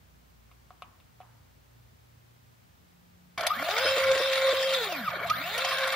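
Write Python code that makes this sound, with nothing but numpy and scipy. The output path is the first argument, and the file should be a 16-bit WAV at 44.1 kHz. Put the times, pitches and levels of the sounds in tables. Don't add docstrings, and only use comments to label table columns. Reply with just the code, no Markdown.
import sys
import numpy as np
from scipy import signal
from scipy.fft import rfft, irfft, next_fast_len
from scipy.io import wavfile

SR = 44100
rng = np.random.default_rng(int(sys.argv[2]) if len(sys.argv) > 2 else 0)


def gain_from_db(level_db):
    decades = np.asarray(level_db, float) / 20
    return 10 ** decades


def transcribe(signal):
    frames = np.atleast_2d(signal).T
    limited = np.clip(frames, -1, 1)
    pcm = np.round(limited * 32767).astype(np.int16)
    wavfile.write(sys.argv[1], SR, pcm)


N = 262395

# (frequency [Hz], density [dB per Hz])
AIR_SPECTRUM = [(18, -56), (30, -48), (47, -20), (88, -0.5), (117, -10.5), (148, -4.5), (188, -17.5),
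                (214, -10), (317, -17.5), (677, -19), (880, -19), (10900, -35), (15700, -26.5)]
AIR_DB = -55.5
# (frequency [Hz], correlation [-1 to 1])
AIR_CORRELATION = [(60, 1), (240, -0.14), (950, -0.45), (3770, 0.3), (15000, -0.43)]
MAINS_DB = [-72.5, -78, -75.5]
# (time [s], spread [s], level [dB])
MAINS_SWELLS = [
    [(.5, 0.37, -62), (1.7, 0.21, -64), (4.09, .06, -84)],
    [(.53, 0.14, -63.5), (1.3, 0.13, -61), (1.77, 0.081, -57), (2.25, .22, -55.5), (4.5, .08, -76),
     (5.3, 0.095, -52)],
    [(.15, 0.11, -69), (3.15, 0.2, -57), (3.6, 0.049, -55), (4.05, 0.19, -60.5), (5.15, 0.37, -53.5),
     (5.7, .15, -62)],
]
MAINS_HZ = 59.2

ROOM_T60_S, ROOM_DB, EARLY_DECAY_S = 0.37, -9.5, 0.0061
# (frequency [Hz], lead [rad])
LEFT_LEAD = [(100, 0), (5000, .3), (6800, -3.5), (9800, -9.5), (16000, -13)]
# (frequency [Hz], correlation [0 to 1])
SOURCE_CORRELATION = [(60, 0.95), (150, 1), (560, 0.96), (950, 0.94), (2380, 0.7), (5980, 0.32),
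                      (15000, 0.055)]
# (frequency [Hz], level [dB])
LEFT_BALANCE = [(60, -3), (150, 1.5), (380, 0), (950, -0.5), (2380, 0.5), (5980, 2), (15000, -2.5)]
BANDWIDTH_HZ = 15740

# (time [s], peak level [dB], low colour [dB], high colour [dB])
TAPS = [
    (0.5142, -48.5, -3, 4),
    (0.7058, -40, 3.5, -7),
    (0.8215, -30, -1, 1),
    (1.0014, -55.5, -5, 12.5),
    (1.2032, -48.5, 17.5, 0),
    (1.2124, -50.5, 6, 6.5),
]
# (frequency [Hz], level [dB], T60 [s], colour group [0 low, 1 mid, 2 high])
BOX_MODES = [(733, 8, 0.062, 0), (604, -3, 0.031, 0), (1120, 13.5, 0.02, 1), (1257, 3, 0.054, 1),
             (2250, 5, 0.0092, 2), (2570, -17, 0.011, 2), (3170, -3, 0.011, 2), (3600, 4, 0.0086, 2),
             (10400, -3, 0.0057, 2)]

# (time [s], level [dB])
JOLTS = [
    (3.39, -50.5),
    (3.88, -54),
    (4.1, -48),
    (4.52, -66),
    (5.11, -58),
    (5.28, -55),
    (5.54, -64),
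    (5.71, -61.5),
]
SHUDDER_DB, SHUDDER_SPREAD_S = -64, 0.042
# (frequency [Hz], width [Hz], time [s], spread [s], level [dB])
DOOR_BOOM = (145, 14, 5.4, .13, -55)
# (frequency [Hz], width [Hz], level [dB])
FRAME_MODES = [(690, 64, 20), (1195, 330, -1), (1413, 210, 9.5), (1790, 213, 9.5), (2250, 120, 4.5),
               (2706, 110, 1), (3150, 60, 6), (3453, 21, 9.5), (3630, 24, 1), (4220, 210, -4.5),
               (4650, 19, 9)]

# (time [s], peak level [dB], low colour [dB], high colour [dB])
TICKS = [(3.3759, -21.5, -4, -9.5), (3.391, -25.5, 3, -12), (3.4056, -21, -3, -6.5),
         (3.4309, -23, 3.5, -21), (3.465, -11.5, -6, -4), (3.5937, -40, 15, -3), (3.6222, -25, 5.5, -7),
         (3.643, -25.5, 0, -5), (3.685, -23.5, 1.5, -24), (3.706, -18.5, -11.5, -12),
         (3.7784, -12.5, -4.5, -17), (3.8534, -19, -24, -15), (4.1124, -14.5, -4.5, -27),
         (4.176, -18.5, -11, -45), (4.233, -26, -17, -19), (4.3286, -15, -46, -19.5),
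         (4.488, -18.5, -6, -19), (4.565, -19.5, -24, -28), (4.625, -19.5, -31, -22),
         (4.732, -15.5, -24, -31), (4.9204, -20.5, 1.5, -15), (5.268, -37, -4, 1), (5.2964, -16.5, -8, -12),
         (5.458, -46, -20, 8), (5.5767, -16, -5.5, -8), (5.6454, -13.5, -8.5, -24), (5.685, -18, -21, -18),
         (5.7816, -16.5, -16, -15), (5.872, -22, -3, -1.5), (5.922, -17.5, -8.5, -6.5)]
TICK_S = 0.002
# (frequency [Hz], width [Hz], level [dB], angle [turns], swell [dB], first-turn extra [dB])
CHATTER = (5178, 110, -61, -7.3, 15, 10.5)
# (frequency [Hz], density [dB per Hz])
RATTLE_SPECTRUM = [(200, -32), (430, -30), (540, -11), (700, -25), (900, -14.5), (1150, -10.5), (1600, -17),
                   (2300, -9.5), (2750, -16), (3800, -7), (5000, -18), (6500, -21.5), (11000, -26.5),
                   (15500, -43)]
# (time [s], spread [s], level [dB])
BREAKAWAY = (3.43, 0.054, 1.9)
# (frequency [Hz], width [Hz], level [dB], share locked to the steps [0 to 1])
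COIL_MODES = [(12050, 300, 0, .75), (15100, 650, -1, .75)]
UPPER_COIL_SLOW_DB = -19

# (time [s], rate [full steps/s])
STEP_RATE = [
    (3.39, 4),
    (3.828, 532.9),
    (4.762, 532.9),
    (5.19, 15),
    (5.612, 532.9),
    (5.95, 532.9),
]
STEPS_PER_TURN, REVERSE_S = 200, 5.19
# (multiple [1], level [dB], wander [dB], dial angle of the swell [turns])
OVERTONES = [(2, -52, 3, .33), (3, -55, 5, .45), (4, -57, 4, .1), (5, -55, 5, .85), (6, -54, 6, .8),
             (7, -55, 5, .37), (9, -58, 4, .3)]
OVERTONE_RAMP_DB, OVERTONE_RUN_DB = -11, 6
# (multiple [1], level [dB])
MICROSTEP_LINES = [(16, -51), (21.5, -57), (24, -58), (32, -56)]
# (frequency [Hz], width [Hz], level [dB])
WHINE_MODES = [(1240, 60, 16.5), (700, 60, 11)]
# (time [s], depth [1], length [s])
CATCHES = [
    (3.857, 1.95, 0.0043),
    (3.976, 1.8, 0.0048),
    (4.161, 0.94, 0.0043),
    (4.208, 1.85, 0.0046),
    (4.534, 1.75, 0.00455),
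    (5.765, 0.88, 0.0088),
]
SPEEDING_UP_DB, SPEEDING_UP_HUM_DB = 2, -7.5

# (rate [steps/s], step hum [dB], microstep whine [dB],
# low rattle [dB], high rattle [dB], coil hiss [dB])
BY_SPEED = [(10, -88, -12, -31, -45, -60), (79.5, -72, -40, -31, -42.5, -51),
            (150, -49, -37.5, -39.5, -38.5, -50.5), (196, -45, -35.5, -39, -41.5, -47),
            (292, -41, -38.5, -33, -38, -47), (324, -57.5, -34.5, -39, -37, -46),
            (466, -37.5, -41, -31.5, -29, -40), (530, -28.5, -54, -31.5, -29, -44.5)]
# (angle [turns], hum [dB], low rattle [dB], high rattle [dB], coils [dB])
DIAL_BINDING = [(.03, 0, 3.5, 4, -10.5), (.16, 0.8, 1.6, -0.4, -8.5), (.36, 8.5, 3.5, 2.3, -13),
                (.53, -0.5, 1.4, -0.6, -9.2), (.7, 0.5, 2.5, 2.5, -10), (.8, 1, 1, 0.5, -12),
                (.9, 1.7, 0.2, 0, -10)]
BIND_POWER = 2.8
SLACK_TURNS, BACK_DEPTH = 0.13, 1.07
# (hum [dB], low rattle [dB], high rattle [dB], coils [dB])
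BACK_DB = [-11, 1.9, -2, 0.5]
# (time [s], spread [s])
PICKUP_TIME = (3.81, 0.17)
# (hum [dB], low rattle [dB], high rattle [dB], coils [dB])
PICKUP_DB = [-0.5, 5, 2, 1.5]


def rms_one(x):
    return x / np.sqrt(np.mean(x ** 2) + 1e-20)


def in_time(rows):
    s, *columns = np.transpose(rows)
    return [np.interp(np.arange(N) / SR, s, c) for c in columns]


def at_hz(points, hz):
    table_hz, value = np.transpose(points)
    return np.interp(np.log(hz + 1), np.log(table_hz + 1), value)


def swell(s, spread):
    return np.exp(-.5 * ((np.arange(N) / SR - s) / spread) ** 2)


def drift(rate):
    r = np.exp(-80 * np.pi * rate / SR)
    noise = rng.standard_normal(N // 40 + 2002)
    slow = signal.lfilter([1], [1, -2 * r, r * r], noise)[2000:]
    return np.interp(np.arange(N) / 40, np.arange(len(slow)), rms_one(slow))


def colour(x, spectrum):
    return irfft(rfft(x) * gain_from_db(at_hz(spectrum, np.fft.rfftfreq(N, 1 / SR))), N)


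def band(x, low_hz, high_hz):
    return signal.sosfilt(signal.butter(2, [low_hz, high_hz], "band", fs=SR, output="sos"), x)


def resonance(x, hz, width):
    r = np.exp(-np.pi * width / SR)
    return signal.lfilter([(1 - r * r) / 2, 0, (r * r - 1) / 2],
                          [1, -2 * r * np.cos(2 * np.pi * hz / SR), r * r], x + 1e-18)


def frame(x):
    return x + sum(gain_from_db(db) * resonance(x, hz, width) for hz, width, db in FRAME_MODES)


def room_air():
    hz = np.fft.rfftfreq(N, 1 / SR)
    mid, side = rfft(rng.standard_normal((2, N))) * gain_from_db(at_hz(AIR_SPECTRUM, hz))
    alike = at_hz(AIR_CORRELATION, hz)
    air = irfft(np.sqrt(1 + alike) * mid + np.sqrt(1 - alike) * side * [[1], [-1]], N)
    turns = 2 * np.pi * MAINS_HZ * np.arange(N) / SR
    hum = 0
    for k, (db, rows) in enumerate(zip(MAINS_DB, MAINS_SWELLS), 1):
        size = gain_from_db(db) + sum(gain_from_db(top_db) * swell(s, spread) for s, spread, top_db in rows)
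        hum = hum + size * gain_from_db(1.6 * drift(1.5)) * np.sin(k * turns + 1.2 * drift(0.68))
    return gain_from_db(AIR_DB - 3.5) * rms_one(air) + hum


def space(x):
    size = next_fast_len(N + SR)
    hz, t = np.fft.rfftfreq(size, 1 / SR), np.arange(SR) / SR
    alike = at_hz(SOURCE_CORRELATION, hz)
    side = np.array([[1], [-1]])
    early = rng.standard_normal((2, SR)) * np.exp(-t / EARLY_DECAY_S)
    late = rng.standard_normal((2, SR)) * gain_from_db(-60 * t / ROOM_T60_S) * (t > .02)
    early, late = [rfft(h / np.sqrt(np.sum(h ** 2, axis=1, keepdims=True)), size) for h in (early, late)]
    shake = 2.43 * drift(8.45)
    scattered = np.sum(rfft(x * [np.cos(shake), np.sin(shake)], size) * early, axis=0)
    direct = rfft(x, size)
    lead = np.exp(.5j * side * at_hz(LEFT_LEAD, hz))
    near = (np.sqrt(1 + alike) * direct + side * np.sqrt(1 - alike) * scattered) * lead / np.sqrt(2)
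    dull = 1 / np.sqrt((1 + (hz / 1800) ** 4) * (1 + (750 / (hz + 1)) ** 6))
    tail = gain_from_db(ROOM_DB) * dull * late * direct
    return irfft((near + tail) * gain_from_db(side * at_hz(LEFT_BALANCE, hz) / 2), size)[:, :N]


def taps():
    s, peak_db, low_db, high_db = np.transpose(TAPS)
    at = (s * SR).astype(int)
    group_db = [low_db, 0 * low_db, high_db]
    strength = rng.normal(0, 1.5, (len(TAPS), len(BOX_MODES)))
    out = 0
    for k, (hz, db, t60, group) in enumerate(BOX_MODES):
        clicks = np.zeros(N)
        clicks[at] = gain_from_db(peak_db + db - 14.5 + group_db[int(group)] + strength[:, k])
        r, w = gain_from_db(-60 / (t60 * SR)), 2 * np.pi * hz / SR
        out = out + signal.lfilter([0, np.sin(w)], [1, -2 * r * np.cos(w), r * r], clicks + 1e-18)
    crack, door = (2, -4, 0.075, 2140, 3140), (0, -17, 0.95, 540, 1350)
    for group, db, t60, low_hz, high_hz in [crack, door]:
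        clicks = np.zeros(N)
        clicks[at] = gain_from_db(peak_db + db + group_db[group])
        decay = signal.lfilter([1], [1, -gain_from_db(-60 / (t60 * SR))], clicks + 1e-18)
        out = out + band(decay * rng.standard_normal(N), low_hz, high_hz)
    return band(band(out, 610, 14000), 450, 15000)


def shudder():
    size = gain_from_db(SHUDDER_DB) + sum(gain_from_db(db) * swell(s, SHUDDER_SPREAD_S) for s, db in JOLTS)
    hz, width, s, spread, db = DOOR_BOOM
    noise = band(rng.standard_normal(N), 75, 310)
    boom = gain_from_db(db) * swell(s, spread) * rms_one(resonance(noise, hz, width))
    return size * rms_one(resonance(noise, 79, 27)) + boom


def ticks():
    length = 1500
    layers = np.zeros((3, N + 2000))
    grain = rng.standard_normal((len(TICKS), length)) * rng.standard_normal((len(TICKS), length))
    age = np.arange(length) / SR / TICK_S
    for (s, db, low_db, high_db), g in zip(TICKS, grain):
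        burst = g * age ** 2 * np.exp(-age) * gain_from_db(db)
        start = round(s * SR)
        layers[:, start:start + length] += burst * gain_from_db([[low_db + 4], [0], [high_db]])
    low, mid, high = layers[:, :N]
    body = frame(band(low, 600, 1600) + band(mid, 1800, 5800)) * gain_from_db(-3)
    return body + band(band(high, 5500, 12000), 5000, 13000)


def dial_turn(rate):
    back = np.arange(N) / SR > REVERSE_S
    return np.cumsum(np.where(back, -rate, rate)) / SR / STEPS_PER_TURN - SLACK_TURNS * back


def levels(rate):
    back = np.arange(N) / SR > REVERSE_S
    angle = dial_turn(rate) % 1
    share = rate / rate.max()
    speeds, hum_db, whine_db, *others = np.transpose(BY_SPEED)
    angles, *binds = np.transpose(DIAL_BINDING)
    grip = share ** BIND_POWER
    depth = grip * np.where(back, BACK_DEPTH, 1)
    pickup = swell(*PICKUP_TIME)
    four = []
    for db, bind, back_db, pickup_db in zip([hum_db, *others], binds, BACK_DB, PICKUP_DB):
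        binding_db = depth * np.interp(angle, angles, bind, period=1)
        four.append(np.interp(rate, speeds, db) + binding_db + grip * back * back_db + pickup_db * pickup)
    overtone_db = OVERTONE_RAMP_DB + share * (OVERTONE_RUN_DB - OVERTONE_RAMP_DB)
    return four, np.interp(rate, speeds, whine_db), overtone_db


def chatter(rate):
    hz, width, db, turn, swell_db, first_db = CHATTER
    hits = (rng.random(N) < 900 / SR) * rng.standard_normal(N)
    near_angle = np.cos(2 * np.pi * (dial_turn(rate) - turn))
    level_db = db + swell_db * near_angle + first_db * swell(3.78, 0.23)
    ring = rms_one(resonance(resonance(hits, hz, width), hz, 4 * width))
    return gain_from_db(level_db) * (rate / rate.max()) ** 2 * ring


def rattle(low_db, high_db):
    strength = gain_from_db(4.0 * np.minimum(rng.exponential(1, N), 4.2))
    hits = (rng.random(N) < 6500 / SR) * strength * rng.choice([-1, 1], N)
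    body = rms_one(colour(frame(hits * gain_from_db(1.2 * drift(50))), RATTLE_SPECTRUM))
    edges = np.geomspace(200, 15500, num=15)
    high_share = np.clip(np.log2(edges / 1300) / 1.5, 0, 1)
    out = 0
    for low_hz, high_hz, share in zip(edges, edges[1:], high_share):
        level_db = 5.0 + low_db + share * (high_db - low_db) + 1.21 * drift(18.0)
        out = out + band(body, low_hz, high_hz) * gain_from_db(level_db)
    return out


def coils(cycles, rate, hiss_db):
    step = np.floor(cycles + .007 * drift(20))
    pulse = np.diff(step, prepend=0) > 0
    speed = rate / rate.max()
    out = 0
    for (hz, width, db, locked), sign in zip(COIL_MODES, [(-1) ** step, 1]):
        share = locked * speed ** 6
        blur = rng.standard_normal(N) * gain_from_db(0.67 * drift(60))
        drive = share * rms_one(pulse * sign) + (1 - share) * blur
        slow_db = (hz > 14000) * UPPER_COIL_SLOW_DB * (1 - speed) ** 2
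        ring = rms_one(resonance(resonance(drive, hz, width), hz, 3 * width))
        out = out + gain_from_db(db + slow_db + 2 * drift(12)) * ring
    return gain_from_db(hiss_db - 0.5) * out


def hum_and_whine(cycles, rate, hum_db, whine_db, overtone_db):
    t, turns = np.arange(N) / SR, 2 * np.pi * cycles
    share, dial, pulling = rate / rate.max(), dial_turn(rate), np.diff(rate, prepend=0) > 0

    flip = 1 - sum(depth * np.exp(-((t - s) / length) ** 6) for s, depth, length in CATCHES)
    damping_db = SPEEDING_UP_HUM_DB * pulling * (1 - share ** 4)
    waver_db = (4 - 2.8 * share ** 4) * drift(30)
    hum = gain_from_db(hum_db + damping_db + waver_db) * flip * np.sin(turns + .3 * drift(10))

    source = gain_from_db(whine_db - 4 + 3 * drift(45)) * np.sin(8 * turns + .75 * drift(60))
    whine = band(band(source, 600, 2500), 500, 3300)
    pulled = source * gain_from_db(SPEEDING_UP_DB * pulling)
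    for hz, width, db in WHINE_MODES:
        whine = whine + gain_from_db(db) * resonance(resonance(pulled, hz, width), hz, 4 * width)

    rest = 0
    for k, db, wander_db, turn in OVERTONES:
        wander = .5 * drift(1.3) + share * np.cos(2 * np.pi * (dial - turn))
        rest = rest + gain_from_db(db + wander_db * wander) * np.sin(k * turns + 0.31 * wander_db * drift(35.0))
    rest = frame(band(band(rest, 600, 4500), 550, 5000))

    upper = sum(gain_from_db(db + 4 * drift(30)) * np.sin(k * turns + .9 * drift(60)) for k, db in MICROSTEP_LINES)
    upper = frame(band(band(upper, 900, 4600), 900, 5200))
    return gain_from_db(1.5) * upper + np.sqrt(2) * (hum + whine) + gain_from_db(np.minimum(overtone_db, 5)) * rest


def scene():
    running = np.arange(N) / SR > TICKS[0][0]
    rate = in_time(STEP_RATE)[0] * running
    cycles = np.cumsum(rate) / SR
    (hum_db, low_db, high_db, hiss_db), whine_db, overtone_db = levels(rate)
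    s, spread, loose_db = BREAKAWAY
    motor = shudder() + chatter(rate)
    motor = motor + rattle(low_db + loose_db * swell(s, spread), high_db)
    motor = motor + coils(cycles, rate, hiss_db)
    motor = motor + hum_and_whine(cycles, rate, hum_db, whine_db, overtone_db)
    return room_air() + space(taps() + ticks() + running * motor)


def top_cut(x):
    return signal.sosfilt(signal.butter(12, 16540, fs=SR, output="sos"), x)


def record(dry):
    top = signal.ellip(12, .5, 70, BANDWIDTH_HZ, fs=SR, output="sos")
    mix = signal.sosfilt(top, dry)
    return top_cut(mix)


dry = scene()
out = record(dry)
transcribe(out)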